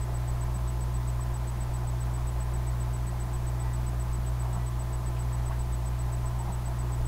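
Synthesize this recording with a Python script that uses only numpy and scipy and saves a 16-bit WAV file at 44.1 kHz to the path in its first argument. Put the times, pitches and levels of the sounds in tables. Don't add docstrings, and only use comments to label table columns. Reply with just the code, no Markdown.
import sys
import numpy as np
from scipy import signal
from scipy.fft import rfft, irfft, next_fast_len
from scipy.io import wavfile
from scipy.ndimage import uniform_filter1d, map_coordinates

SR = 44100
rng = np.random.default_rng(int(sys.argv[2]) if len(sys.argv) > 2 else 0)


def amplitude_ratio(level_db):
    exponent = np.asarray(level_db, float) / 20
    return 10 ** exponent


def inscribe(sig):
    pcm = np.round(np.clip(np.atleast_2d(sig).T, -1, 1) * 32767)
    wavfile.write(sys.argv[1], SR, pcm.astype(np.int16))


N = 311963
T = np.arange(N) / SR


def wobble(rate_hz):
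    knots = rng.standard_normal(int(N * rate_hz / SR) + 4)
    return map_coordinates(knots, [np.arange(N) * rate_hz / SR])


def swell(t, rise_s, fall_s):
    return np.exp(-(t / np.where(t < 0, rise_s, fall_s)) ** 2)


def filtered(x, response):
    size = next_fast_len(len(x) + 8192)
    hz = np.fft.rfftfreq(size, 1 / SR)
    return irfft(rfft(x, size) * response(hz), size)[:len(x)]


def drone(rate_hz, crest_s, harmonics, sway_rad, flutter_db, locked=False):
    turn = 2 * np.pi * rate_hz * (T - crest_s) + sway_rad * wobble(0.98)
    sound = np.zeros(N)
    for multiple, level_db in harmonics.items():
        free = multiple > 1 and not locked
        offset = rng.uniform(0, 2 * np.pi) * free
        sound += amplitude_ratio(level_db) * np.cos(multiple * turn + offset)
    return np.sqrt(2) * amplitude_ratio(flutter_db * wobble(3.1)) * sound


MAINS_HARMONICS = {1: -32, 3: -56, 4: -66, 5: -62, 6: -64, 7: -68, 8: -71, 9: -69}
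FAN_A_HARMONICS = {1: -48, 3: -70, 4: -57, 6: -70, 7: -68, 8: -63, 12: -68, 13: -59, 16: -63, 20: -57, 24:
                   -64, 26: -66, 32: -78}
FAN_B_HARMONICS = {1: -49, 3: -65, 4: -62, 5: -71, 6: -65, 8: -71, 12: -69}
FAN_C_HARMONICS = {4: -59, 8: -55, 13: -68, 16: -64, 20: -57, 24: -65, 25: -66, 29: -73, 32: -78, 36: -74,
                   37: -77, 41: -78}
COIL_HARMONICS = {9: -76, 10: -76, 14: -83, 15: -80, 17: -81, 22: -86, 26: -86, 27: -78, 28: -82, 29: -88}


def machines():
    mains = drone(60.007, -.0006, MAINS_HARMONICS, sway_rad=.01, flutter_db=.1, locked=True)
    ballast = drone(120.014, .0008, {1: -51.5}, sway_rad=.05, flutter_db=.4)
    disk = drone(121.2, .0035, {1: -33.5}, sway_rad=.08, flutter_db=.15)
    pump = drone(59.39, .0078, {1: -50, 6: -67}, sway_rad=.05, flutter_db=.8)
    fan_a = drone(50.745, -.0009, FAN_A_HARMONICS, sway_rad=.01, flutter_db=.4)
    fan_b = drone(53.72, -.002, FAN_B_HARMONICS, sway_rad=.01, flutter_db=.4)
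    fan_c = drone(43.476, 0, FAN_C_HARMONICS, sway_rad=.01, flutter_db=.4)
    coil = drone(228.213, 0, COIL_HARMONICS, sway_rad=.002, flutter_db=.3)
    return mains + ballast + disk + pump + fan_a + fan_b + fan_c + coil


# start_s, period_s, length_s, tone_hz
BUS_BURSTS = (.0112, .132872, .0305, 8000.01)


def bus():
    start_s, period_s, length_s, tone_hz = BUS_BURSTS
    tone_db, octave_db, edge_s = -49, -47, .0003
    since_s = (T - start_s + period_s / 2) % period_s - period_s / 2
    gate = np.clip(np.minimum(since_s, length_s - since_s) / edge_s + .5, 0, 1)
    tone = amplitude_ratio(tone_db) * np.cos(2 * np.pi * tone_hz * T)
    octave = amplitude_ratio(octave_db) * np.cos(2 * np.pi * 2 * tone_hz * T)
    return np.sqrt(2) * gate * (tone + octave)


# time of the peak in s, pitch_hz, level_db
FLOOR_THUDS = [(.44, 170, -49), (.56, 180, -43), (1.09, 190, -45), (2.45, 165, -52), (2.54, 175, -47),
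               (3.07, 180, -51), (4.19, 190, -46), (4.52, 170, -51), (4.57, 180, -42), (5.58, 160, -52),
               (5.84, 190, -49), (6.498, 175, -39)]


def thuds():
    sound = np.zeros(N)
    for start_s, pitch_hz, level_db in FLOOR_THUDS:
        t = T - start_s
        shape = swell(t, rise_s=.015, fall_s=.024)
        sound += np.sqrt(2) * amplitude_ratio(level_db) * shape * np.sin(2 * np.pi * pitch_hz * t)
    return sound


def puffs(events, relative_width, rise_over_fall):
    sound = np.zeros(N + SR)
    t = np.arange(SR) / SR - .5
    for start_s, centre_hz, level_db, fall_s in events:
        resonance = lambda hz: np.exp(-2 * ((hz / centre_hz - 1) / relative_width) ** 2)
        shape = swell(t, rise_over_fall * fall_s, fall_s)
        puff = filtered(rng.standard_normal(SR), resonance) * shape
        gain = amplitude_ratio(level_db) * np.linalg.norm(shape) / np.linalg.norm(puff)
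        sound[round(start_s * SR):][:SR] += gain * puff
    return sound[SR // 2:][:N]


# time of the peak in s, centre_hz, level_db, fall_s
CLOTH_RUSTLES = [(4.27, 2800, -61, .02), (4.45, 950, -49, .12), (4.56, 900, -44, .035),
                 (5.17, 2650, -55.5, .02), (5.525, 1650, -52, .04), (5.53, 2600, -59, .02),
                 (6.49, 880, -42, .03)]


def rustles():
    return puffs(CLOTH_RUSTLES, relative_width=.37, rise_over_fall=.8)


# time of the peak in s, centre_hz, level_db, fall_s
SEAT_KNOCKS = [
    (1.195, 950, -43, .012),
    (5.5, 800, -44, .025),
]


def knocks():
    return puffs(SEAT_KNOCKS, relative_width=.45, rise_over_fall=.15)


# time of the peak in s, pitch_hz, level_db, fall_s
FRAME_CREAKS = [(3.66, 905, -45, .018), (5.1, 860, -43, .009), (5.514, 1120, -41, .006),
                (5.554, 950, -44, .006), (5.61, 900, -48, .015), (6.25, 1020, -46, .022),
                (6.36, 1030, -48, .016), (6.405, 900, -45, .018)]


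def creaks():
    waver_rad = .6 * wobble(60)
    sound = np.zeros(N)
    for start_s, pitch_hz, level_db, fall_s in FRAME_CREAKS:
        t = T - start_s
        shape = swell(t, .8 * fall_s, fall_s)
        sound += np.sqrt(2) * amplitude_ratio(level_db) * shape * np.sin(2 * np.pi * pitch_hz * t + waver_rad)
    return sound


# time of the peak in s, pitch_hz, level_db, half_length_s
JOINT_SQUEAKS = [(2.69, 1905, -63, .09), (3.1, 1910, -63, .045), (3.655, 1955, -59.5, .11),
                 (4.61, 1955, -59, .07)]


def squeaks():
    waver_rad = .5 * wobble(15)
    sound = np.zeros(N)
    for start_s, pitch_hz, level_db, half_s in JOINT_SQUEAKS:
        shape = swell(T - start_s, half_s, half_s)
        sound += np.sqrt(2) * amplitude_ratio(level_db) * shape * np.sin(2 * np.pi * pitch_hz * T + waver_rad)
    return sound


def rush(spectrum, patchy_db):
    z = signal.stft(rng.standard_normal(N), nperseg=512)[2]
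    patches = uniform_filter1d(rng.standard_normal(z.shape), size=5, axis=0)
    patches = uniform_filter1d(patches, size=12, axis=1)
    gain = amplitude_ratio(patchy_db * patches / patches.std())
    white = signal.istft(z * gain, nperseg=512)[1][:N]
    knot_hz, knot_db = np.transpose(spectrum)

    def colour(hz):
        level_db = np.interp(np.log(hz + 1), np.log(knot_hz + 1), knot_db, right=knot_db[-1] - 9)
        return amplitude_ratio(level_db) * np.sqrt(SR / 2)

    return filtered(white / white.std(), colour)


# freq_hz, level_db_per_hz
RUMBLE_COLOUR = [(4, -69), (10, -59), (24, -57.5), (36, -66), (60, -73.5), (100, -75.5), (140, -89),
                 (200, -120)]
STREAM_COLOUR = [(60, -110), (110, -77.5), (190, -73), (260, -79), (330, -77), (450, -80.5), (560, -79.5),
                 (700, -74), (800, -77.5), (920, -75.5), (1150, -80), (1400, -84.5), (1900, -87.5),
                 (2600, -98)]
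HISS_COLOUR = [(100, -94.5), (2000, -90.5), (4000, -94), (7000, -97), (10000, -98.5), (15900, -100.5)]


def air():
    rumble = amplitude_ratio(1.7 * wobble(4)) * rush(RUMBLE_COLOUR, patchy_db=2.0)
    stream = amplitude_ratio(0.39 * wobble(1.49)) * rush(STREAM_COLOUR, patchy_db=1.08)
    hiss = rush(HISS_COLOUR, patchy_db=-0.16)
    return rumble + stream + hiss


def scene():
    sitter = thuds() + rustles() + knocks() + creaks() + squeaks()
    return (machines() + bus() + sitter + air())[None]


def low_pass(x):
    return signal.sosfilt(signal.butter(12, 16680, fs=SR, output="sos"), x)


def record(dry):
    limited = filtered(dry[0], lambda hz: np.clip((15755 - hz) / 40, 0, 1))[None]
    return low_pass(limited)


dry = scene()
out = record(dry)
inscribe(out)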